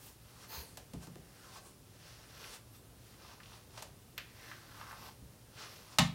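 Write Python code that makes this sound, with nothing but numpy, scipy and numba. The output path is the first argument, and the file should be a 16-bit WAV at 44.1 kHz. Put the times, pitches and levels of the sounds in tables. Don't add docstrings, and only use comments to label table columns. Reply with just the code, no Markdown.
import sys
import numpy as np
from scipy import signal
from scipy.fft import rfft, irfft
from scipy.io import wavfile
from scipy.ndimage import uniform_filter1d
from numba import njit

SR = 44100
rng = np.random.default_rng(int(sys.argv[2]) if len(sys.argv) > 2 else 0)


def wav_record(signal):
    frames = np.transpose(np.atleast_2d(signal))
    bounded = np.clip(frames, -1, 1)
    quanta = np.round(bounded * 32767).astype(np.int16)
    wavfile.write(sys.argv[1], SR, quanta)


N = 270818
T = np.arange(N) / SR

# (frequency [Hz], level [dB])
AIR_COLOUR = [(15, -26), (25, -37), (43, -6.5), (79, -7.5), (110, -0.5), (152, -8), (209, -10), (331, -14),
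              (399, -14.5), (1020, -24), (1410, -25.5), (1850, -29), (2300, -30.5), (9300, -30),
              (15500, -31.5)]
# (pitch [Hz], level [dB], filter width [Hz])
MAINS_HUM = [(62, -71, 10.5), (115.5, -67.5, 9.9)]
# (pitch [Hz], level [dB])
WHINE_TONES = [(9227, -88), (9469, -79), (10670, -80.5)]
# (hardest pull [s], rise [s], fall [s], bristle scratch [dB], pull on tangles [dB],
# sliding hair [dB], tangle pitch [Hz], hiss pitch [Hz])
BRUSH_STROKES = [ (.07, .13, 0.064, -61.5, -66, -57.5, 990, 14000),
                 (.31, 0.25, 0.15, -66.5, -75, -71, 1090, 13200),
                 (.44, 0.089, .04, -58, -58.5, -61, 1250, 5530),
                 (1.035, .03, 0.037, -59, -58, -60, 760, 7760),
                 (1.45, 0.2, 0.2, -64, -63.5, -65.5, 1420, 5600),
                 (1.575, .09, 0.025, -54.5, -53, -59.5, 930, 5000),
                 (1.67, 0.058, 0.051, -66, -59.5, -61, 404, 8800),
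                 (2.08, 0.13, 0.24, -59, -68.5, -66.5, 1560, 5500),
                 (2.45, 0.2, 0.094, -55, -60, -64, 1350, 12600),
                 (2.55, 0.11, 0.032, -52, -59.5, -56.5, 1050, 8700),
                 (2.755, 0.03, 0.034, -64.5, -85, -67, 1110, 12500),
                 (3.07, 0.083, 0.2, -65.5, -84, -70, 1070, 12900),
                 (3.29, 0.12, .11, -57.5, -58, -70, 1070, 13000),
                 (3.555, 0.16, 0.075, -60, -64, -68, 1070, 9500),
                 (3.791, 0.071, .045, -55.5, -56.5, -61, 700, 6000),
                 (4.49, 0.18, 0.17, -56.5, -57.5, -65.5, 1780, 13100),
                 (4.81, .19, 0.15, -58, -55.5, -66, 1260, 12600),
                 (4.92, 0.057, 0.031, -62.5, -53.5, -62.5, 1255, 12500),
                 (5.08, 0.19, 0.038, -55.5, -55, -62.5, 915, 13000),
                 (5.613, 0.048, 0.069, -48.5, -51.5, -63, 1240, 5500),
                 (5.72, .19, 0.26, -57.5, -64.5, -64, 1150, 12500),
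                 (5.94, 0.068, 0.025, -57.5, -56.5, -62.5, 1010, 6000)]
# (scratch [dB], pull [dB], hair [dB])
HAND_RUSTLE = (-72.5, -81, -81)
# (frequency [Hz], level [dB])
SCRATCH_COLOUR = [(200, -12), (450, 2.5), (900, -2.5), (1700, -2), (2600, -1), (3600, -1), (5700, -0.5),
                  (7300, -13), (10000, -26), (16000, -21)]
# (pitch [Hz], nominal width [Hz], level [dB])
PAD_MODES = [(440, 130, -13.5), (773, 79, 0), (1081, 122, 4), (1280, 130, -9), (1554, 34, -3.5)]
# (frequency [Hz], level [dB])
HAIR_COLOUR = [(3000, -42), (6500, -8), (8800, -6.5), (11000, -9), (13000, -12.5), (16000, -13)]
# (time [s], level [dB], zip pitch [Hz])
TAIL_SWEEP = [(.46, -76, 9800), (.495, -56, 12600), (.53, -47.5, 14700), (.585, -48, 14300),
              (.625, -53.5, 11800), (.66, -61, 10200), (.76, -68, 8500)]
# (frequency [Hz], level [dB])
RUB_COLOUR = [(120, -30), (260, -28), (420, 1.5), (600, -8.5), (900, -1), (1200, -6.5), (2500, -7.5),
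              (3600, -10), (4300, -2), (5100, -5), (5600, -15), (6400, -4.5), (7400, -17.5), (15500, -13)]
# (start [s], fastest slide [s], end [s], top pitch [Hz], level [dB])
HAIR_ZINGS = [(.47, .535, .53, 14500, -61), (.60, .56, .72, 13200, -71), (.63, .62, .75, 9900, -72),
              (2.68, 2.775, 2.81, 13650, -69), (2.745, 2.775, 2.80, 8100, -69),
              (4.96, 5.02, 5.10, 13350, -69), (5.025, 5.055, 5.085, 14600, -67)]
# (time [s], level [dB], thud pitch [Hz], cabinet relative to level [dB])
SOFT_BUMPS = [(0.574, -40.5, 69.4, -15), (.937, -38, 257, -1.5), (0.959, -45, 66, -9),
              (1.071, -46.5, 318, 0), (1.157, -46.5, 334, -2), (5.221, -46.5, 68, -0.5)]
# (pitch [Hz], level [dB], t60 [s])
CABINET_MODES = [(66, -15.5, 0.4), (116, -9, 0.44), (142.8, -3.5, 0.38), (170.6, -0.5, 0.36),
                 (216, -11.5, 0.47), (237, -1.5, 0.18), (266, -12, 0.33), (376, -22, 0.21)]
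# (time [s], level [dB], centre [Hz], nominal width [Hz], fade [s], pad knock [dB])
LIGHT_TAPS = [(.772, -45, 3180, 11000, 0.0088, -50), (.935, -49, 3200, 8000, 0.0049, -52),
              (1.070, -52, 1500, 5960, 0.0035, -56), (1.1565, -48.5, 1200, 5000, 0.0013, -60),
              (3.775, -49.5, 3060, 2980, 0.018, -48), (3.823, -43, 4700, 7500, 0.0082, -46.5),
              (4.1786, -35.5, 2220, 1600, 0.007, -54)]
# (time [s], level [dB], pitch [Hz])
TANGLE_SNAGS = [(2.442, -47.5, 2300), (3.402, -50.5, 1550), (3.433, -53.5, 2820), (3.458, -54, 3100),
                (3.519, -53.5, 1100), (4.514, -42.5, 1550), (4.801, -53, 1330), (4.813, -43.5, 1120),
                (4.867, -51, 1290), (4.911, -45, 1350), (4.928, -44.5, 1100)]
# (time [s], relative level [dB])
BRUSH_BOUNCES = [(5.9855, 1), (5.9872, 1), (5.9905, -2), (5.9942, -2), (5.9966, -12), (6.002, -22)]
# (pitch [Hz], level [dB], t60 [s])
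BRUSH_MODES = [(705, -9, .12), (797, 1, .17), (895, -4, .16), (940, -11, .27), (1078, 2, .1),
               (1200, -5, .18), (1232, -11, .28), (1904, -2, .16), (2131, -7, .24), (2530, -7, .26),
               (2939, -9, .25), (3205, -7, .22), (3660, -4, .16), (3740, -4, .16), (3900, -5, .16),
               (4694, -12, .18), (5335, -14, .18), (7607, -15, .14)]
# (frequency [Hz], level [dB])
CRACK_COLOUR = [(200, -48), (400, -20), (560, -6), (800, -3.5), (1100, 2.5), (1400, -10), (1850, -4),
                (2500, -7), (3700, -3.5), (5000, -10.5), (7200, -11.5), (8400, -16.5), (15500, -25)]
# (frequency [Hz], t60 [s])
ROOM_DECAY = [(100, 0.53), (500, 0.29), (1200, 0.28), (3000, 0.31), (6000, 0.25), (15000, 0.24)]

CABINET_LAG_S = 0.00416


def undb(db):
    return 10 ** (np.asarray(db) / 20)


def unit(x):
    return x / np.sqrt(np.mean(x ** 2))


def add(out, s, sound):
    i = int(s * SR)
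    out[i:i + len(sound)] += sound[:N - i]


def over_hz(points, hz):
    f, value = np.transpose(points)
    return np.interp(np.log(hz + 1), np.log(f), value)


def colour(x, points, size=8192):
    gains = undb(over_hz(points, np.fft.rfftfreq(size, 1 / SR)))
    cepstrum = irfft(np.log(gains))
    cepstrum[1:size // 2] *= 2
    cepstrum[size // 2 + 1:] = 0
    response = irfft(np.exp(rfft(cepstrum)))
    return signal.fftconvolve(x, response / np.linalg.norm(response))[:len(x)]


def band(x, hz, width):
    w = 2 * np.pi * hz / SR
    a = np.sin(w) * width / hz / 2
    biquad = [a, 0, -a], [1 + a, -2 * np.cos(w), 1 - a]
    return unit(signal.lfilter(*biquad, signal.lfilter(*biquad, x)))


@njit
def swept_resonance(x, hz, share):
    y, band_state, low_state = np.empty(len(x)), 0., 0.
    for i in range(len(x)):
        g = np.tan(np.pi * min(hz[i] / SR, .45))
        v = (band_state + g * (x[i] - low_state)) / (1 + g * (g + share))
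        band_state = 2 * v - band_state
        low_state += 2 * g * v
        y[i] = share * v
    return y


def swept_band(x, hz, share):
    return unit(swept_resonance(swept_resonance(x, hz, share), hz, share))


def walk(rate):
    k = int(SR / rate)
    steps = np.repeat(rng.standard_normal(N // k + 1), k)
    return unit(uniform_filter1d(steps, k)[:N])


def ring(modes, t):
    return sum(undb(db - 60 * t / t60) * np.sin(2 * np.pi * hz * t) for hz, db, t60 in modes)


def room_tone(air_db=-59, wander_hz=45):
    air = colour(rng.standard_normal(N), AIR_COLOUR) * undb(air_db + .5 * walk(2.2))
    hum = sum(undb(db) * band(rng.standard_normal(N), hz, width) for hz, db, width in MAINS_HUM)
    whine = np.zeros(N)
    for hz, db in WHINE_TONES:
        pitch = hz + wander_hz * walk(400)
        whine += undb(db) * unit(np.sin(2 * np.pi * np.cumsum(pitch) / SR))
    return air + hum + whine


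def slips(rate, spread_db):
    happens = rng.random(N) < rate / SR
    size = undb(spread_db * np.minimum(rng.exponential(size=N), 5))
    return unit(happens * size * rng.choice([-1, 1], N))


def strokes(swell_db=11.5, roundness=1.24, sag_octaves_per_s=1.34):
    t = T[::64]
    s, rise, fall, scratch, pull, hair, tangle_hz, hiss_hz = np.transpose(BRUSH_STROKES)[:, :, None]
    pressure_db = -swell_db * np.maximum((s - t) / rise, (t - s) / fall) ** roundness
    powers = [undb(db + pressure_db) ** 2 for db in (scratch, pull, hair)]
    gains = [np.sqrt(power.sum(axis=0) + undb(db) ** 2) for power, db in zip(powers, HAND_RUSTLE)]
    sag = 2 ** np.clip(sag_octaves_per_s * (s - t), -1, 1)
    _, pull_power, hair_power = powers
    tangle_pitch = np.average(tangle_hz * sag, axis=0, weights=pull_power)
    hiss_pitch = np.sum(hiss_hz * hair_power, axis=0) / hair_power.sum(axis=0)
    return [np.interp(T, t, control) for control in (*gains, tangle_pitch, hiss_pitch)]


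def brushing():
    scratching, pulling, sliding, tangle_hz, hiss_hz = strokes()
    catch = undb(0.9 * walk(70))
    scratch = colour(slips(rate=7000, spread_db=-1.5), SCRATCH_COLOUR) * scratching
    tugs = slips(rate=2500, spread_db=4.5)
    pad = unit(sum(undb(db) * band(tugs, hz, 1.34 * width) for hz, width, db in PAD_MODES))
    rasp = swept_band(slips(rate=900, spread_db=2.5), tangle_hz, share=0.52)
    pull = (undb(-6) * pad + undb(-3) * rasp) * pulling
    hiss = swept_band(slips(rate=13000, spread_db=2.5), hiss_hz, share=0.52)
    sheen = colour(slips(rate=15000, spread_db=3), HAIR_COLOUR)
    hair = (undb(-1) * sheen + undb(-4) * hiss) * sliding
    return (scratch + pull) * catch + hair


def tail_swish():
    times, db, hz = np.transpose(TAIL_SWEEP)
    sweeping = (T > times[0]) & (T < times[-1])
    rub = colour(slips(rate=15000, spread_db=-1.5), RUB_COLOUR)
    zipping = swept_band(rng.standard_normal(N), np.interp(T, times, hz), share=0.64)
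    return (rub + undb(-4) * zipping) * undb(np.interp(T, times, db)) * sweeping


def zings(bend=0.24, waver=0.009):
    out, unsteady = np.zeros(N), walk(1500)
    for start, fastest, end, hz, db in HAIR_ZINGS:
        span = slice(int(start * SR), int(end * SR))
        slowing = (1 + ((T[span] - fastest) / 0.058) ** 2) ** bend
        speed = (1 + waver * unsteady[span]) / slowing
        swell = signal.windows.tukey(len(speed), .8)
        add(out, start, undb(db) * swell * np.sin(2 * np.pi * np.cumsum(hz * speed) / SR))
    return out * np.sqrt(2)


def boom(bright_hz, rise_s):
    t = T[:SR // 2]
    modes = [(hz, db - 10 * np.log10(1 + (hz / bright_hz) ** 6), t60) for hz, db, t60 in CABINET_MODES]
    sound = ring(modes, t) * (1 - np.exp(-(t / rise_s) ** 2))
    return sound / np.max(np.abs(sound))


def bumps(thud_cycles=2.5):
    out, t = np.zeros(N), T[:SR // 2]
    for s, db, hz, cabinet_db in SOFT_BUMPS:
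        thud = np.sin(2 * np.pi * hz * t) * (1 - np.exp(-t * hz)) * np.exp(-t * hz / thud_cycles)
        pat = band(rng.standard_normal(len(t)), 1.24 * hz, width=hz) * np.exp(-t / 0.031)
        add(out, s, undb(db) * (undb(1) * thud + undb(-9) * pat))
        add(out, s + CABINET_LAG_S, undb(db + cabinet_db) * boom(hz, rise_s=0.0022))
    return out


def rattle(fade_s):
    t = T[:SR // 2]
    envelope = np.exp(-t / fade_s)
    phase = np.angle(rfft(rng.standard_normal(len(t)) * envelope))
    click = irfft(np.exp(1j * phase), len(t)) * envelope ** .25
    return click * np.linalg.norm(envelope) / np.linalg.norm(click)


def tick(db, hz, width, fade_s):
    click = rattle(fade_s)
    return undb(db) * np.std(click) * band(click, hz, 2 * width)


def taps():
    out = np.zeros(N)
    for s, db, hz, width, fade_s, pad_db in LIGHT_TAPS:
        bristles = tick(db, hz, width, fade_s)
        pad = tick(pad_db, hz=695, width=370, fade_s=0.01)
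        add(out, s, bristles + pad)
    ping = tick(db=-42, hz=13500, width=1400, fade_s=0.004)
    add(out, 4.1785, ping)
    return out


def snags():
    out = np.zeros(N)
    for s, db, hz in TANGLE_SNAGS:
        add(out, s, tick(db, hz, width=0.41 * hz, fade_s=0.0058))
    return out


def brush_knock():
    contacts, body, t = np.zeros(N), np.zeros(N), T[:SR // 2]
    for s, db in BRUSH_BOUNCES:
        add(contacts, s, undb(db) * rattle(fade_s=0.0017))
    add(body, BRUSH_BOUNCES[0][0], ring(BRUSH_MODES, t) * (1 - np.exp(-t / 0.0007)))
    return undb(-15.5) * colour(contacts, CRACK_COLOUR), undb(-33) * body


def cabinet():
    out = np.zeros(N)
    add(out, BRUSH_BOUNCES[0][0] + CABINET_LAG_S, undb(-21) * boom(bright_hz=302, rise_s=0.0045))
    return out


def bathroom(send, onset_s=0.00087):
    t = T[:SR // 2]
    hz, s, cells = signal.stft(rng.standard_normal(len(t)), SR, nperseg=256)
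    fading = undb(-60 * s / over_hz(ROOM_DECAY, hz)[:, None])
    echoes = signal.istft(cells * fading, SR)[1][:len(t)]
    echoes *= 1 - np.exp(-(t / onset_s) ** 2)
    softened = signal.lfilter(*signal.butter(1, 8000, fs=SR), send)
    return signal.fftconvolve(softened, echoes / np.linalg.norm(echoes))[:N]


def scene(fur_send_db=-7, hit_send_db=-3):
    fur = brushing() + tail_swish() + zings()
    crack, ringing = brush_knock()
    hits = taps() + snags() + crack
    reverb = bathroom(undb(fur_send_db) * fur + undb(hit_send_db) * hits)
    mono = fur + hits + ringing + reverb + bumps() + cabinet() + room_tone()
    return np.array([mono, mono])


def record(dry, top_hz=15850):
    return signal.sosfilt(signal.ellip(10, .2, 70, top_hz, fs=SR, output="sos"), dry)


dry = scene()
out = record(dry)
wav_record(out)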